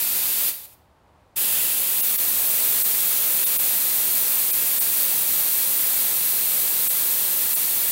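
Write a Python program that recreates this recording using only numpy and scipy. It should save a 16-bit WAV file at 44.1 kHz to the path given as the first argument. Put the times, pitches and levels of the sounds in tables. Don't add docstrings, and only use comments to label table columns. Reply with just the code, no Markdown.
import sys
import numpy as np
from scipy import signal
from scipy.fft import rfft, irfft, next_fast_len
from scipy.io import wavfile

SR = 44100
rng = np.random.default_rng(int(sys.argv[2]) if len(sys.argv) > 2 else 0)


def materialize(psi):
    bounded = np.clip(np.atleast_2d(psi).T, -1, 1)
    quanta = np.round(bounded * 32767).astype(np.int16)
    wavfile.write(sys.argv[1], SR, quanta)


N = 348831
TIME = np.arange(N) / SR


def from_db(db):
    return 10 ** (np.asarray(db) / 20)


def rms(x):
    return np.sqrt(np.mean(x ** 2) + 1e-20)


def in_time(rows):
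    seconds, *columns = np.transpose(rows)
    return [np.interp(TIME, seconds, column) for column in columns]


def at_hz(points, hz):
    knots_hz, db = np.transpose(points)
    return np.interp(np.log(hz + 1), np.log(knots_hz), db)


def shaped(x, gain_at):
    size = next_fast_len(x.shape[-1] + 2048)
    hz = np.arange(size // 2 + 1) * SR / size
    filtered = irfft(rfft(x, size) * gain_at(hz), size)
    return filtered[..., :x.shape[-1]]


def below(hz, edge_hz, order=6):
    return 1 / (1 + (hz / edge_hz) ** order)


def drift(rate_hz):
    wander = shaped(rng.standard_normal(N), lambda hz: below(hz, rate_hz, order=2))
    return wander / rms(wander)


def valve_flow():
    # start in seconds, settling time constant in seconds, flow approached in dB re fully open.
    valve_moves = [(0.490, 0.062, -20.5), (0.657, 0.007, -29.5), (0.740, 0.033, -68), (1.355, 0.0036, -0.5)]
    flow_db = np.zeros(N)
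    for start_s, settle_s, reached_db in valve_moves:
        done = 1 - np.exp(-np.maximum(TIME - start_s, 0) / settle_s)
        flow_db = flow_db + done * (reached_db - flow_db)
    return from_db(flow_db)


def hollow_db(grip, hz):
    return sum(db * np.exp(-(2 * (hz - centre_hz) / width_hz) ** 2) for centre_hz, width_hz, db in grip)


def jet(flutter_db, sway_db):
    # frequency in Hz, relative density in dB per Hz.
    jet_spectrum = [(25, -40.7), (45, -30.5), (75, -21.7), (140, -17.6), (300, -16.7), (550, -15.2),
                    (1300, -16.8), (3700, -11.6), (5500, -13.8), (7500, -10.0), (9000, -7.0), (12000, -2.4),
                    (15500, 0.0)]
    # centre in Hz, width in Hz, height in dB.
    first_grip = [(430, 900, -1.5), (900, 90, 2.3), (2540, 280, 3.5), (3530, 190, 3.3), (4310, 900, 2.0),
                  (4690, 130, 4.0), (5210, 600, 1.4), (9600, 190, -2.8), (10080, 190, -2.4),
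                  (11840, 280, -3.1), (12530, 130, -3.3), (13220, 600, 2.4), (13740, 130, -3.3),
                  (14300, 900, -1.3), (15290, 600, -3.0)]
    reopening_grip = [(690, 90, -2.9), (1080, 130, -2.3), (2240, 190, -2.1), (2580, 130, 2.7),
                      (2890, 900, 3.1), (3620, 600, 1.6), (4690, 600, 1.4), (5860, 900, -1.5),
                      (7880, 130, 3.6), (8700, 190, 3.6), (9950, 280, -4.1), (11070, 600, 2.4),
                      (11760, 600, -4.2), (12700, 130, -3.7), (13390, 130, -3.8), (14430, 600, -1.8),
                      (15290, 280, -4.0)]
    settling_grip = [(1250, 130, 1.5), (2450, 280, 1.2), (3060, 130, -2.6), (3920, 190, -1.5),
                     (4260, 190, 3.6), (4480, 130, -2.0), (5340, 400, -1.4), (5810, 280, 1.7),
                     (6980, 400, -1.5), (7620, 190, -1.8), (8180, 400, 2.8), (8700, 190, 2.7),
                     (8910, 130, -3.3), (9600, 190, -2.3), (11200, 280, -2.2), (12060, 130, 2.4),
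                     (12450, 280, -1.6), (13740, 190, -4.2), (14560, 600, 2.8), (15250, 400, -3.1),
                     (15630, 190, 2.6)]
    held_grip = [(690, 130, -1.4), (3060, 280, -2.1), (4260, 280, 3.5), (4480, 130, -2.3), (4650, 130, 1.7),
                 (5430, 280, -1.7), (5860, 280, 1.7), (7020, 600, -1.1), (8230, 400, 3.5), (8700, 130, 3.6),
                 (8910, 130, -3.0), (9560, 280, -1.7), (9860, 190, 1.7), (10080, 130, -3.1),
                 (10420, 280, -1.7), (10810, 190, 1.8), (11330, 280, -2.1), (12060, 400, 2.6),
                 (12530, 280, -3.2), (12960, 280, 4.6), (13700, 90, -3.4), (13910, 600, -2.7),
                 (14640, 600, 2.5), (15290, 190, -1.8), (15460, 130, -5.0), (15680, 190, 2.0)]
    grips = [first_grip, reopening_grip, settling_grip, held_grip]
    # time in seconds, grip number counted from 0.
    hands = [(0, 0), (.8, 0), (1.3, 1), (1.75, 1), (2.15, 2), (3.4, 2), (5.0, 3), (8, 3)]
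    # time in seconds, change of level in dB, extra body below the treble in dB.
    shielding = [(0, -1.2, 0), (0.3, -1.8, -0.1), (0.43, -1, 0), (1.38, 0.5, -0.5), (1.58, 0.3, -0.3),
                 (1.85, -0.4, -0.9), (2.5, 0.52, 0), (4.2, 0.2, 0), (7.9, 0, 0)]
    open_db = -16.5
    sag_db_per_s = 0.1135
    body_edge_hz = 9000

    air = shaped(rng.standard_normal(N), lambda hz: from_db(at_hz(jet_spectrum, hz)))
    air = air / rms(air)
    grip_now, = in_time(hands)
    hiss = 0
    for number, grip in enumerate(grips):
        share = np.maximum(1 - abs(grip_now - number), 0)
        hiss = hiss + share * shaped(air, lambda hz: from_db(hollow_db(grip, hz)))

    flow = valve_flow()
    shield_db, shield_body_db = in_time(shielding)
    air_spent_s = np.cumsum(flow) / SR
    level_db = open_db - sag_db_per_s * air_spent_s + shield_db
    unsteady_db = flutter_db * drift(44.4) + sway_db * drift(5.3)

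    body = shaped(hiss, lambda hz: below(hz, body_edge_hz))
    treble = hiss - body
    return flow * from_db(level_db + unsteady_db) * (treble + from_db(shield_body_db) * body)


def driveway(x, wet_db, low_t60, high_t60, split_hz):
    age = TIME[:SR // 2]
    scatter = rng.standard_normal(len(age)) * (age > .003)
    low = shaped(scatter, lambda hz: below(hz, split_hz, order=4))
    high = scatter - low
    tail = low * from_db(-60 * age / low_t60) + high * from_db(-60 * age / high_t60)
    tail = tail / np.sqrt(np.sum(tail ** 2))
    return x + from_db(wet_db) * signal.fftconvolve(x, tail)[:N]


def outdoors(waver_db):
    # frequency in Hz, relative density in dB per Hz.
    outdoor_spectrum = [(20, -17.1), (35, -12.5), (55, -2.7), (85, 0.0), (130, -8.7), (220, -13.1),
                        (400, -13.3), (900, -10.9), (1500, -21.0), (2500, -27.0), (4300, -32.4),
                        (6000, -37.3), (9800, -39.5), (15500, -45.6)]
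    level_db = -57.5
    murmur = shaped(rng.standard_normal(N), lambda hz: from_db(at_hz(outdoor_spectrum, hz)))
    return from_db(level_db + waver_db * drift(3.2)) * murmur / rms(murmur)


def dipped(x, half_length_s, width_hz, tone_db):
    # centre in seconds, gain at the centre in dB, upper edge of the dip in Hz,
    # centre in Hz of the narrow band that keeps sounding.
    brief_dips = [(2.021, -18, 9650, 2800), (2.173, -18.5, 13700, 12800), (2.835, -16, 12300, 8300),
                  (3.453, -17, 8600, 3670), (3.581, -18.5, 12400, 9770), (4.521, -19, 8300, 2470),
                  (4.798, -18, 9500, 8150), (6.889, -16, 8000, 7950), (7.550, -17, 7400, 7600)]
    out = x.copy()
    for centre_s, depth_db, edge_hz, kept_hz in brief_dips:
        near = abs(TIME - centre_s) < 2 * half_length_s
        offset = TIME[near] - centre_s
        nearness = np.maximum(1 - abs(offset) / half_length_s, 0)

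        def kept(hz):
            return below(hz - kept_hz, width_hz / 2)

        def sinks(hz):
            return below(hz, edge_hz, order=24) * (1 - kept(hz))

        lost_share = 1 - from_db(depth_db * nearness ** 2)
        out[near] -= lost_share * shaped(x[near], sinks)
        tone = np.hanning(len(offset)) ** 2 * np.sin(2 * np.pi * kept_hz * offset)
        out[near] += from_db(tone_db) * rms(shaped(x[near], kept)) * tone
    return out


def scene():
    hiss = jet(flutter_db=0.2, sway_db=0.2)
    hiss = driveway(hiss, wet_db=-13, low_t60=.6, high_t60=.38, split_hz=6000)
    hiss = dipped(hiss, half_length_s=.019, width_hz=440, tone_db=7)
    mono = hiss + outdoors(waver_db=.4)
    return np.array([mono, mono])


def record(dry):
    lean = shaped(dry, lambda hz: 1 - below(hz, 26, order=2))
    return shaped(lean, lambda hz: below(hz, 15790, order=900))


dry = scene()
out = record(dry)
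materialize(out)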